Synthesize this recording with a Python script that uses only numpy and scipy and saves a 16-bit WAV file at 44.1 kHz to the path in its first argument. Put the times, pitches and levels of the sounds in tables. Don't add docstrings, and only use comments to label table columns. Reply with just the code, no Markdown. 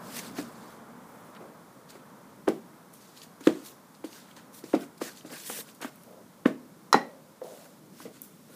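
import sys
import numpy as np
from scipy import signal
from scipy.fft import rfft, irfft, next_fast_len
from scipy.io import wavfile
from scipy.ndimage import uniform_filter1d, map_coordinates

SR = 44100
rng = np.random.default_rng(int(sys.argv[2]) if len(sys.argv) > 2 else 0)


def dump_mix(stems):
    frames = np.atleast_2d(stems).T
    limited = np.clip(frames, -1, 1)
    pcm = np.round(limited * 32767).astype(np.int16)
    wavfile.write(sys.argv[1], SR, pcm)


N = 377099


def deck_knocks():
    # start_s, level_db, pitch_hz, t60_s, slap_db, rumble_db, overtone_hz, overtone_db
    knocks = [ (0.383, -22.5, 285, 0.056, -10, -4.5, 662, -7), (1.404, -40, 384, 0.043, -8, 1.5, 503, -9),
              (1.952, -37, 386, 0.028, -9, -15, 482, -2), (2.4714, -25, 333, .03, -12, -4, 529, -10),
              (2.477, -9, 345, 0.015, -13.5, -9, 505, -10.5), (2.4871, -14, 341, 0.039, -23, -17, 200, -3),
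              (3.407, -34.5, 275, 0.035, -10, -11, 556, -17),
              (3.4688, -2, 309.3, 0.042, -16.5, -12, 515.4, -7.5),
              (4.039, -25, 313.6, 0.066, -12, -4, 507, -2), (4.367, -41, 297, 0.032, -8, -7, 947, -2),
              (4.637, -27.5, 301, 0.019, -17.5, -14, 490, -13), (4.731, -34, 319, .03, 4, -9, 553, -5),
              (4.7355, -7, 316, 0.085, -26, -12, 548, -1.5), (4.7433, -16.5, 319, 0.057, -14, -5, 673, 1.5),
              (5.009, -38, 320, .03, 0, -15, 555, -7), (5.013, -18.5, 324.5, 0.035, -7.5, -5, 506.5, -2),
              (5.2467, -30, 237, .032, -15, -4, 585, -11), (5.318, -37, 270, 0.037, -11, -2, 561, -11),
              (5.496, -26.5, 271, 0.028, -4, -8, 520, -6), (5.585, -36.5, 449, 0.039, -4, -2, 511, -15),
              (5.805, -40.5, 490, 0.064, -2, 1, 627, -7), (5.8437, -24.5, 267.6, .044, -3, -4, 628, -3),
              (6.452, -27.5, 248, 0.04, -5, -24, 490, -18),
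              (6.4558, -4, 244.5, 0.043, -11, -10.5, 500, -13),
              (6.501, -23, 263, 0.062, -31, -21, 654, -25), (6.941, -3.5, 383, 0.017, -9, -6, 792, -3),
              (7.4147, -30.5, 496, 0.063, -12.5, -24, 578, -21),
              (7.922, -39, 215, 0.04, -19.5, -11, 501, -17), (8.0, -40.5, 309.5, 0.067, -6, -3, 950, 0),
              (8.051, -34, 470, 0.046, -20, 4, 632, -18)]
    # centre_hz, width_hz, level_db
    plank_modes = [(223, 126, 5.5), (321, 119, 3), (425, 42, -2.5), (583, 230, -20), (619, 17, -5),
                   (828, 390, -14.5), (1010, 260, -14.5), (1540, 150, -27.5), (1970, 250, -24)]
    contact_s, slap_lead_s, slap_hz = 0.0013, 0.0014, 1120

    def wood(f):
        return sum((-1) ** k * amp(db) * band(hz, width)(f)
                   for k, (hz, width, db) in enumerate(plank_modes))

    out, t = np.zeros(N + SR), np.arange(SR // 2) / SR
    bent_t = t + 0.0013 * (1 - np.exp(-t / 0.00076))
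    contact = (1 - np.exp(-t / contact_s)) ** 2
    for start_s, level_db, pitch_hz, t60_s, slap_db, rumble_db, overtone_hz, overtone_db in knocks:
        fundamental = amp(-60 * t / t60_s) * np.sin(2 * np.pi * pitch_hz * bent_t)
        overtone = amp(overtone_db - 60 * t / 0.027) * np.sin(2 * np.pi * overtone_hz * bent_t)
        thud = contact * (fundamental + overtone)
        rumble = filtered(amp(-60 * t / 0.18) * rng.standard_normal(len(t)), wood)
        body = thud / abs(thud).max() + amp(rumble_db) * contact * rumble / abs(rumble).max()
        slap = burst(t, t60_s=0.03, hz=slap_hz, width_hz=1.29 * slap_hz, rise_s=0.0011)
        add(out, start_s, amp(level_db + slap_db) * slap)
        add(out, start_s + slap_lead_s, amp(level_db) * body)
    return out[:N]


def piece_clack():
    # start_s, level_db
    clacks = [(6.928, -6)]
    # pitch_hz, level_db, t60_s
    shell_modes = [(559, -18.5, 0.84), (721, -6.5, 0.1), (835, -22, 0.11), (1240, -29.5, 0.075),
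                   (1428, -5.5, 0.13), (1913, -5, 0.22), (2025, -17, 0.2), (2760, -25, 0.207),
                   (4095, -7, 0.1), (5440, -5, 0.035), (6120, -13, 0.04), (7000, -25, 0.13),
                   (8210, -42, .12)]
    out, t = np.zeros(N + SR), np.arange(SR // 2) / SR
    for start_s, level_db in clacks:
        snap = np.sin(np.pi * np.minimum(t / 0.0026, 1)) * np.sin(2 * np.pi * 1150 * t)
        crack = amp(-8) * burst(t, t60_s=0.026, hz=5200, width_hz=4200)
        crack += amp(-16.5) * burst(t, t60_s=0.01, hz=12500, width_hz=8520)
        shell = amp(-11) * shell_ring(shell_modes, t, blur_rad=0.09)
        add(out, start_s, amp(level_db) * (1.26 * snap + crack + shell))
    return out[:N]


def shell_ring(modes, t, blur_rad):
    drifts = blur_rad * np.cumsum(rng.standard_normal((len(modes), len(t))), axis=1)
    return sum(amp(db - 60 * t / t60_s) * np.sin(2 * np.pi * hz * t + drift)
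               for (hz, db, t60_s), drift in zip(modes, drifts))


def sole_scuffs():
    # full_at_s, rise_s, hold_s, fall_s, hiss_db, edge_db, rasp_db
    drags = [ (0.118, 0.21, 0.15, .1, -46.5, -6.5, -49.5), (0.166, 0.066, 0.016, 0.037, -37.5, -7, -44),
             (0.192, 0.0296, .002, .025, -34.5, -12, -40), (0.385, 0.059, .002, 0.082, -40, -10, -40.5),
             (0.46, .1, 0.27, .16, -59, -8, -61), (1.1, .3, 0.19, 0.23, -68.5, 1.5, -75),
             (1.354, 0.033, 0.0013, .04, -64, -12, -48), (1.904, 0.022, 0.0022, .035, -47, -9.5, -53.5),
             (1.957, 0.062, .002, .04, -58, -8, -46), (2.48, .01, .004, 0.029, -47.5, -7, -70),
             (2.51, .02, 0.062, .03, -63, -5, -75), (2.937, .015, .002, 0.13, -57, 1.5, -75),
             (3.014, .05, 0.0019, 0.35, -55.5, -9, -65), (3.171, 0.038, 0.0018, 0.08, -51, -11.5, -70),
             (3.232, .055, .002, .05, -47, -12.5, -65), (3.41, .012, .002, 0.038, -52.5, -10, -65),
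             (3.463, 0.054, .002, 0.013, -43, -10, -44), (3.472, 0.006, 0.0015, 0.015, -35, -17, -50),
             (3.483, .01, 0.0016, .18, -48, -14, -52), (3.56, .05, .07, .05, -57, -9, -57),
             (3.664, 0.063, 0.0026, 0.087, -45.5, -2.5, -65),
             (3.945, 0.019, 0.0021, 0.058, -59.5, -10.5, -67),
             (4.046, 0.0077, 0.0018, 0.087, -48, -11, -54), (4.131, .09, 0.042, 0.15, -51.5, -7, -53.5),
             (4.316, 0.13, 0.0021, 0.048, -60, -10, -55), (4.365, .012, 0.0018, 0.086, -51.5, -14, -54),
             (4.377, 0.0067, 0.0021, 0.047, -69, -14, -46.5), (4.545, .03, 0.045, 0.052, -52, -1, -72),
             (4.641, 0.015, 0.098, .01, -53.5, -9, -68), (4.752, 0.023, .002, 0.026, -50.5, -19, -55),
             (4.812, 0.088, 0.028, 0.05, -54, -1.5, -47), (4.98, 0.01, 0.0019, 0.026, -55, -8, -70),
             (5.019, 0.023, 0.06, 0.087, -43, -7, -43), (5.178, 0.055, 0.0018, .07, -49, -13, -59),
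             (5.262, .03, 0.041, .05, -53.5, -11, -56), (5.319, .03, .09, 0.31, -46, -5, -56),
             (5.355, 0.085, .002, 0.027, -60, -5, -38.5), (5.468, .05, 0.14, .035, -40.5, -0.5, -47.5),
             (5.693, 0.1, 0.0017, .05, -52, -8.5, -51), (5.746, 0.0091, 0.0022, 0.096, -63, 2, -68),
             (5.817, 0.0095, .04, 0.07, -47, -6, -41), (5.921, 0.023, .12, 0.38, -68, 1, -62),
             (7.44, 0.027, .2, .2, -56.5, -4, -60.5), (7.66, .055, 0.0021, 0.026, -66, -2, -53.5),
             (8.004, 0.0089, 0.0024, 0.086, -66, -4.5, -51), (8.026, .165, .002, .09, -50.5, -4.5, -60),
             (8.146, .065, .03, 0.089, -56, -10, -59), (8.236, 0.036, 0.0024, 0.1, -55.5, 5.5, -55),
             (8.313, .05, .11, 0.19, -67, -2, -73.5), (8.545, 0.16, 0.0091, .1, -56.5, -2, -55)]
    # frequency_hz, density_db
    sole_spectrum = [(1470, -7), (2500, -3), (3120, -2.5), (3720, -0.5), (4570, -2), (5050, -4.5),
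                     (6340, -1), (7860, -1.5), (15500, -13)]
    # frequency_hz, density_db
    edge_spectrum = [(5000, -24), (9000, -9), (15500, -9)]
    # frequency_hz, density_db
    rasp_spectrum = [(250, -5.5), (600, -10.5), (1600, -9), (2800, -13), (4500, -19)]
    slow_hz, fast_hz, fast_stroke_db = 1215, 1880, -39
    gain, blend = strokes(drags)
    hiss_db, edge_db, rasp_db = np.transpose(drags)[4:]
    hiss_gain, brightness_db = gain(hiss_db), blend(hiss_db, edge_db)
    grit = narrow_noise(5710 + 110 * brightness_db, width_ratio=0.12)
    sole = noise(sole_spectrum, grain_db=1.5)
    edge = amp(brightness_db) * noise(edge_spectrum, grain_db=1.0)
    speed = np.sqrt(np.minimum(hiss_gain / amp(fast_stroke_db), 1))
    rub = narrow_noise(slow_hz + (fast_hz - slow_hz) * speed, width_ratio=0.12)
    hiss = patchy(0.79 * sole + 0.31 * grit + edge, depth_db=2.0)
    rasp = 0.46 * noise(rasp_spectrum, grain_db=4.0, grain_hz=76) + 0.32 * rub
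    return hiss_gain * hiss + gain(rasp_db) * rasp


def grit_ticks():
    # start_s, level_db, centre_hz
    ticks = [(1.3492, -44, 3450), (1.8913, -47, 4260), (1.953, -47, 2600), (2.486, -29.5, 7000),
             (2.9377, -42, 9390), (3.1745, -38, 4150), (3.217, -38, 3820), (3.4386, -40, 3920),
             (3.4723, -16, 1800), (3.9501, -47, 4200), (4.0437, -39.5, 2550), (4.1295, -39, 3080),
             (4.2715, -52, 4140), (4.312, -44, 3093), (4.366, -40.5, 4300), (4.5313, -50, 8310),
             (4.64, -40, 5270), (4.7457, -40, 2500), (4.7495, -32.5, 3600), (4.8088, -40.5, 3906),
             (5.0216, -34.5, 2500), (5.173, -39, 5030), (5.2094, -43.5, 2544), (5.6884, -42.5, 2624),
             (5.7487, -41, 9000), (5.815, -32, 8290), (5.9583, -42, 12800), (6.0345, -42.5, 10500),
             (5.706, -45, 13500), (6.1105, -47, 13800), (7.438, -47, 5170), (8.002, -39, 1150),
             (8.2179, -23.5, 12830)]
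    out, t = np.zeros(N + SR), np.arange(SR // 20) / SR
    for start_s, level_db, centre_hz in ticks:
        add(out, start_s, amp(level_db) * burst(t, t60_s=0.012, hz=centre_hz, width_hz=1.07 * centre_hz))
    return out[:N]


def piece_slides():
    # full_at_s, rise_s, hold_s, fall_s, level_db, cavity_hz
    slides = [(1.408, 0.033, 0.061, 0.034, -49, 560), (1.5, .1, .05, .03, -55, 534),
              (5.313, .018, 0.0022, 0.095, -44.5, 530.7), (6.072, 0.039, .15, 0.036, -54, 563.6),
              (7.417, 0.0053, .002, .18, -39, 525), (7.547, 0.11, 0.065, .3, -54.5, 574.4),
              (8.496, 0.019, .05, 0.099, -55.5, 440)]
    gain, blend = strokes(slides)
    level_db, cavity_hz = np.transpose(slides)[4:]
    slips = amp(1.2 * wobble(40))
    return gain(level_db) * slips * narrow_noise(blend(level_db, cavity_hz), width_ratio=0.32)


def camera_jolts():
    # start_s, level_db
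    jolts = [(2.476, -40), (6.46, -38)]
    push_s = 0.0018
    out, age = np.zeros(N + SR), np.arange(SR // 10) / SR / push_s
    push = np.e * age * np.exp(-age) * (1 - age / 2)
    for start_s, level_db in jolts:
        add(out, start_s, amp(level_db) * push)
    return out[:N]


def garden_echo(x):
    # frequency_hz, t60_s
    decay_times = [(200, 0.36), (1000, 0.25), (3000, 0.31), (6000, 0.23), (12000, 0.13)]
    hz, t, spectra = signal.stft(rng.standard_normal(SR // 2), SR, nperseg=256)
    decay = amp(-60 * t / along(decay_times, hz)[:, None])
    tail = signal.istft(spectra * decay, SR, nperseg=256)[1]
    return signal.fftconvolve(np.pad(x, (400, 0)), tail / np.linalg.norm(tail))[:N]


def low_hum():
    # time_s, level_db, pitch_hz
    course = [(0.0, -56, 227.6), (0.3, -55.5, 240), (0.404, -40, 253.3), (0.556, -56, 228),
              (1.1, -55.5, 233), (1.4, -85, 230)]
    level_db, pitch_hz = curves(course)
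    return amp(level_db) * narrow_noise(pitch_hz, width_ratio=0.11)


def open_air():
    # time_s, drone_db, tyre_db, breeze_db
    levels = [(0.0, -47, -47, -81), (0.5, -50, -50.5, -84), (1.14, -55.5, -53, -87),
              (2.52, -54.5, -58, -81), (2.86, -57, -57.5, -94), (5.31, -57.5, -59, -94),
              (6.64, -54, -61, -89.5), (7.0, -56.5, -60.5, -100), (8.55, -55.5, -65.5, -100)]
    # frequency_hz, density_db
    drone_spectrum = [(35, -58), (60, -26), (130, -2.5), (173, 3.5), (236, 3), (340, -3.5), (500, -10),
                      (600, -9.5), (780, -25), (1320, -120)]
    # frequency_hz, density_db
    tyre_spectrum = [(260, -38.5), (450, -0.5), (691, -3.5), (1020, -1), (1360, -5), (2000, -15),
                     (2180, -16), (2710, -25.5), (3500, -24.5), (4550, -56.5), (7700, -120)]
    # frequency_hz, density_db
    breeze_spectrum = [(25, -19.5), (48, -1), (70, -8.5)]
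    # frequency_hz, density_db
    hiss_spectrum = [(1180, -19), (2000, -8.5), (2590, -11.5), (2870, -12.5), (3490, -10), (10600, -11),
                     (15500, -12.5)]
    drone_db, tyre_db, breeze_db = curves(levels)
    drone = amp(drone_db + 1.13 * wobble(3.6)) * noise(drone_spectrum)
    tyres = amp(tyre_db + 0.8 * wobble(4)) * noise(tyre_spectrum)
    breeze = amp(breeze_db + 3.03 * wobble(7.2)) * noise(breeze_spectrum)
    return drone + tyres + breeze + amp(-64) * noise(hiss_spectrum)


def strokes(rows):
    span_db = 20
    t = np.arange(int(1000 * N / SR) + 2) / 1000
    full_at_s, rise_s, hold_s, fall_s = abs(np.transpose(rows)[:4, :, None])
    floor = amp(-span_db)
    swell = amp(span_db * np.minimum(t - full_at_s, 0) / rise_s)
    fade = amp(-span_db * np.maximum(t - full_at_s - hold_s, 0) / fall_s)
    shape = np.maximum(swell - floor, 0) / (1 - floor) * fade
    per_sample = lambda curve: np.interp(np.arange(N) / SR, t, curve)
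    power = lambda db: (shape * amp(db)[:, None]) ** 2 + 1e-20
    gain = lambda db: per_sample(np.sqrt(power(db).sum(axis=0)))
    blend = lambda db, column: per_sample(column @ power(db) / power(db).sum(axis=0))
    return gain, blend


def burst(t, t60_s, hz, width_hz, rise_s=0.00025):
    puff = amp(-60 * t / t60_s) * (1 - np.exp(-t / rise_s)) * rng.standard_normal(len(t))
    x = filtered(puff, lambda f: band(hz, width_hz)(f) ** 3)
    return x / abs(x).max()


def noise(spectrum, grain_db=0, grain_hz=300):
    tapered = [(spectrum[0][0] * 0.7, -90), *spectrum, (spectrum[-1][0] * 1.4, -90)]
    grainy = rng.standard_normal(N) * amp(grain_db * wobble(grain_hz))
    x = filtered(grainy, lambda hz: amp(along(tapered, hz)))
    return x / np.std(x)


def narrow_noise(centre_hz, width_ratio):
    lowpass = lambda f: 1 / (1 + 1j * f / (width_ratio * np.mean(centre_hz))) ** 2
    slow = [filtered(rng.standard_normal(N), lowpass) for _ in range(2)]
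    phase = 2 * np.pi * np.cumsum(centre_hz) / SR
    x = slow[0] * np.cos(phase) + slow[1] * np.sin(phase)
    return x / np.std(x)


def patchy(x, depth_db):
    spectra = signal.stft(x, nperseg=256)[2]
    patches = uniform_filter1d(rng.standard_normal(spectra.shape), size=5, axis=0)
    patches = uniform_filter1d(patches, size=8, axis=1)
    y = signal.istft(spectra * amp(depth_db * patches / patches.std()), nperseg=256)[1][:N]
    return y / np.std(y)


def wobble(rate_hz):
    knots = rng.standard_normal(int(N * rate_hz / SR) + 4)
    return map_coordinates(knots, [np.arange(N) * rate_hz / SR])


def band(hz, width_hz):
    return lambda f: 1j * f * width_hz / (hz * hz - f * f + 1j * f * width_hz)


def filtered(x, response):
    size = next_fast_len(len(x) + SR // 4)
    return irfft(rfft(x, size) * response(np.fft.rfftfreq(size, 1 / SR)), size)[:len(x)]


def along(points, hz):
    point_hz, values = np.transpose(points)
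    return np.interp(np.log(hz + 1), np.log(point_hz + 1), values)


def curves(rows):
    time_s, *columns = np.transpose(rows)
    return [np.interp(np.arange(N) / SR, time_s, column) for column in columns]


def amp(db):
    return 10 ** (np.asarray(db) / 20)


def add(track, start_s, x):
    track[round(start_s * SR):][:len(x)] += x


def scene():
    blows = deck_knocks() + grit_ticks() + piece_clack()
    echo = amp(-14.5) * garden_echo(blows)
    thin_bass = lambda hz: (1j * hz / (165 + 1j * hz)) ** 3
    near = filtered(blows + echo + piece_slides(), thin_bass) + camera_jolts() + sole_scuffs()
    return (near + low_hum() + open_air())[None]


def record(dry):
    return filtered(dry[0], lambda hz: hz < 15380)[None]


dry = scene()
out = record(dry)
dump_mix(out)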